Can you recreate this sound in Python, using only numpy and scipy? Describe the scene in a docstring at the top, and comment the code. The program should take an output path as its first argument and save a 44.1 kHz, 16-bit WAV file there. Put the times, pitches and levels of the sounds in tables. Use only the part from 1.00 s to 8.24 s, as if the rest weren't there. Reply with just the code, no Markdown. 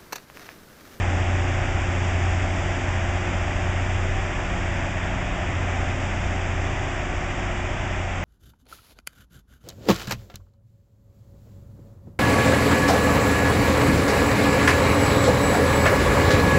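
"""Rail grinding train at night

The train creeps away along the track, heard from across a field. Its six-cylinder diesel drones at the firing
rate. A row of spinning stones rasps and whines on the rail and makes the housings roar; a high hiss sounds
above 4.2 kHz. The cars rumble and the blowers hum."""
import sys
import numpy as np
from scipy import signal
from scipy.fft import rfft, irfft
from scipy.io import wavfile

SR = 44100
rng = np.random.default_rng(int(sys.argv[2]) if len(sys.argv) > 2 else 0)


def to_wav(sig):
    """Store sig (one row per channel, or 1-D mono) as 16-bit WAV at the path in sys.argv[1].

    Samples outside -1..1 are clipped; the rate is SR.
    """
    pcm = np.clip(np.atleast_2d(sig), -1, 1) * 32767
    pcm = np.round(pcm).astype(np.int16)
    wavfile.write(sys.argv[1], SR, pcm.T)  # frames by channels


N = 319284

# Firing tone of the diesel: t/s, level/dB
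FIRING_LEVEL = [(0, -23.5), (0.4, -23), (0.68, -27.5), (1.22, -22.5), (1.78, -28.8), (2.05, -26.5),
                (2.45, -28.7), (3.08, -25.0), (3.38, -34), (3.75, -27.5), (4.36, -34.5), (4.58, -26.9),
                (5.15, -30.5), (5.62, -28.5), (5.95, -35.5), (6.75, -32.5), (7.1, -30.5), (7.24, -30.7)]
# Weaker exhaust harmonics: multiple of the cycle rate, level/dB
EXHAUST_HARMONICS = [(2, -33.5), (3, -39.5), (4, -41.5), (5, -43.5), (7, -50), (8, -41.5), (9, -49.5),
                     (10, -54), (11, -55), (12, -44), (14, -51), (15, -56.5), (16, -60), (17, -50),
                     (18, -56.5), (19, -58), (20, -52), (23, -51)]
# Combustion knock and valve gear: f/Hz, relative level/dB per harmonic
CLATTER_SPECTRUM = [(330, -29.5), (410, -13.5), (450, -10), (480, -4.5), (520, -4.5), (620, 0.5), (720, 1),
                    (820, -5), (900, -5), (1100, -5.5), (1400, -6), (1800, -15), (2600, -26.5)]

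def diesel(cycle_hz=14.93, waver_db=.6, waver_db_per_octave=.81):
    """Periodic firing: six pulses per four-stroke cycle drone; unequal cylinders add a throb."""
    cycles = shaft_turns(cycle_hz, wander=.000813, rate=1.64)
    def harmonic(order, db):
        """Shifting paths over the ground modulate the phase of each harmonic."""
        return from_db(db) * tone(round(order) * cycles + .09 * drift(.7))
    drone = harmonic(6, level_curve(FIRING_LEVEL))
    throb = np.zeros(N)
    for order, db in EXHAUST_HARMONICS:
        spread_db = waver_db + waver_db_per_octave * np.log2(order)   # flutter in the night air
        throb += harmonic(order, db + spread_db * drift(1.23))
    clatter = from_db(-41.5) * repeating(cycles, cycle_hz, CLATTER_SPECTRUM)
    return drone + receding(0, fall_db_per_s=.1) * throb + clatter


# Friction that repeats with each turn of a stone: f/Hz, relative level/dB per harmonic
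WHINE_SPECTRUM = [(400, -18), (600, -1), (820, 0), (950, -5), (1250, -5), (1480, -1), (1700, 0.5),
                  (1840, 2.5), (2050, 0), (2250, -6.5), (2700, -5), (3600, -25.5)]

def stones(turn_hz=59.52, spread=.004, count=8):
    """Beating: each uneven face rubs periodically, at a speed set by its own load."""
    speeds = turn_hz * (1 + spread * np.linspace(-1, 1, count))
    whines = [repeating(shaft_turns(hz, wander=.002007, rate=1.998), hz, WHINE_SPECTRUM)
              for hz in speeds]
    return unit_rms(sum(whines))


# Housings round the stones: f/Hz, relative level/dB per Hz
HOUSING_SPECTRUM = [(330, -40.5), (450, -11.5), (500, -8), (545, -4), (590, -0.5), (670, -1), (780, -2),
                    (850, -6), (950, -13), (1300, -32)]
# Grit cutting steel: f/Hz, relative level/dB per Hz
RASP_SPECTRUM = [(400, -18), (800, -3), (1000, -0.5), (1350, -1), (1900, 0.5), (2450, 0), (2640, -3.5),
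                 (2800, -4), (3050, -6.5), (3450, -8.5), (3800, -17), (4050, -27), (4250, -41), (5000, -69)]
# High hiss above 4.2 kHz: f/Hz, relative level/dB per Hz
HISS_SPECTRUM = [(3600, -43), (4220, -18), (4420, -6.5), (4650, -3), (5200, 0), (6600, 1), (7250, 2),
                 (7700, -2.5), (8000, -5.5), (8400, -13), (8750, -22.5), (9000, -36), (9300, -61.5)]
# Strength of the high hiss: t/s, relative level/dB
HISS_LEVEL = [(0, -47), (1.5, -46.5), (2.6, -47.9), (3.6, -48.0), (4.15, -49.5), (5.1, -48), (7.24, -49.5)]

def grinding(flutter_db=.25):
    """Abrasion: the stones' fluttering bite modulates roar, rasp, whine and the high hiss together."""
    roar = receding(-36.5, fall_db_per_s=.39) * coloured(grit(per_s=20000), HOUSING_SPECTRUM)
    rasp = receding(-34, fall_db_per_s=.2) * coloured(grit(per_s=38000), RASP_SPECTRUM)
    whine = receding(-38.5, fall_db_per_s=.2) * stones()
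    hiss = from_db(level_curve(HISS_LEVEL) + .5) * coloured(grit(per_s=38000), HISS_SPECTRUM)
    return from_db(flutter_db * drift(7.8)) * (roar + rasp + whine + hiss)


def grit(per_s):
    """Shot noise: tiny fractures of random size occur at random moments."""
    return rng.standard_normal(N) * (rng.random(N) < per_s / SR)


# Rumble of the cars and exhaust: f/Hz, relative level/dB per Hz
RUMBLE_SPECTRUM = [(10, -11.5), (22, -10), (34, 0), (70, 3), (100, -2.5), (130, -5.5), (165, -6.5),
                   (205, -7.5), (245, -9), (285, -7), (340, -8), (400, -13.5), (450, -20.5), (900, -45)]

def rumble():
    """Random vibration: cars and exhaust radiate low noise that fades with distance."""
    return receding(-33, fall_db_per_s=.38) * coloured(rng.standard_normal(N), RUMBLE_SPECTRUM)


# Hum of the main blower: t/s, level/dB
BLOWER_LEVEL = [(0, -42.5), (1.1, -43), (1.6, -43.5), (2.5, -42), (4.0, -45.5), (5.2, -48), (6.2, -41),
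                (6.9, -43), (7.24, -52)]
# Smaller fans and their motors: f/Hz, level/dB
FAN_TONES = [(57.3, -43.5), (137, -52), (143.5, -53.5), (272.9, -48.5), (388.6, -50.5), (410, -60.5),
             (687, -55.5), (767, -52.5), (776, -52), (1345, -57)]

def blowers(blade_hz=358.4, hum_waver_db=1.5, fan_waver_db=3.0, wander=.002006):
    """Blade passage: each fan gives a tone, which wavers on its way through the night air."""
    hum_gain = from_db(level_curve(BLOWER_LEVEL) + hum_waver_db * drift(4.6))
    hum = hum_gain * tone(shaft_turns(blade_hz, wander, rate=2.6))
    for hz, db in FAN_TONES:
        fan_gain = from_db(db + fan_waver_db * drift(2.7))
        hum += fan_gain * tone(shaft_turns(hz, wander, rate=3.75))
    return hum


def shaft_turns(hz, wander, rate):
    """Phase is the integral of speed, which here drifts by the fraction wander."""
    return rng.random() + np.cumsum(hz * (1 + wander * drift(rate))) / SR


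def tone(turns):
    """Simple harmonic motion of rms 1 with a random starting phase."""
    return np.sqrt(2) * np.sin(2 * np.pi * (turns + rng.random()))


def repeating(turns, hz, spectrum, size=16384):
    """Fourier series: harmonics of random phase form a pattern that recurs every turn; rms 1."""
    harmonic_hz = np.arange(size // 2 + 1) * hz
    phasors = np.exp(2j * np.pi * rng.random(len(harmonic_hz)))
    pattern = irfft(gain_at(spectrum, harmonic_hz) * phasors)
    return unit_rms(np.interp(turns % 1 * size, np.arange(size), pattern))


def coloured(excitation, spectrum):
    """Source and filter: a spectral envelope shapes the excitation; rms 1."""
    response = gain_at(spectrum, np.fft.rfftfreq(N, 1 / SR))
    return unit_rms(irfft(rfft(excitation) * response, N))


def gain_at(spectrum, hz):
    """Spectral envelope, interpolated in log frequency and silent beyond its ends."""
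    points_hz, db = np.transpose(spectrum)
    return from_db(np.interp(np.log(hz + 1e-9), np.log(points_hz), db, left=-200, right=-200))


def drift(rate, step=40, settle=2000):
    """Low-passed noise of rms 1 that changes about rate times a second."""
    pole = np.exp(-2 * np.pi * step * rate / SR)
    noise = rng.standard_normal(N // step + settle + 2)
    slow = signal.lfilter([1], [1, -2 * pole, pole * pole], noise)[settle:]
    return np.interp(np.arange(N) / step, np.arange(len(slow)), unit_rms(slow))


def receding(halfway_db, fall_db_per_s):
    """Spreading loss: the gain of a departing source falls, here linearly in decibels."""
    return from_db(halfway_db - fall_db_per_s * (np.arange(N) - N / 2) / SR)


def level_curve(rows):
    """Level in dB at every sample, by linear interpolation."""
    times, db = np.transpose(rows)
    return np.interp(np.arange(N) / SR, times, db)


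def from_db(db):
    """Amplitude ratio of a level in decibels."""
    return 10 ** (np.asarray(db) / 20)


def unit_rms(x):
    """Normalisation to unit mean power."""
    return x / np.sqrt(np.mean(x ** 2) + 1e-20)


def scene():
    """Superposition: the sounds of the one departing train add in a single channel."""
    return (rumble() + diesel() + blowers() + grinding())[None]


def record(dry):
    """Band limiting: a steep elliptic low-pass removes the top treble."""
    cutoff_hz = 9033
    return signal.sosfilt(signal.ellip(10, .1, 80, cutoff_hz, fs=SR, output="sos"), dry)


dry = scene()
out = record(dry)
to_wav(out)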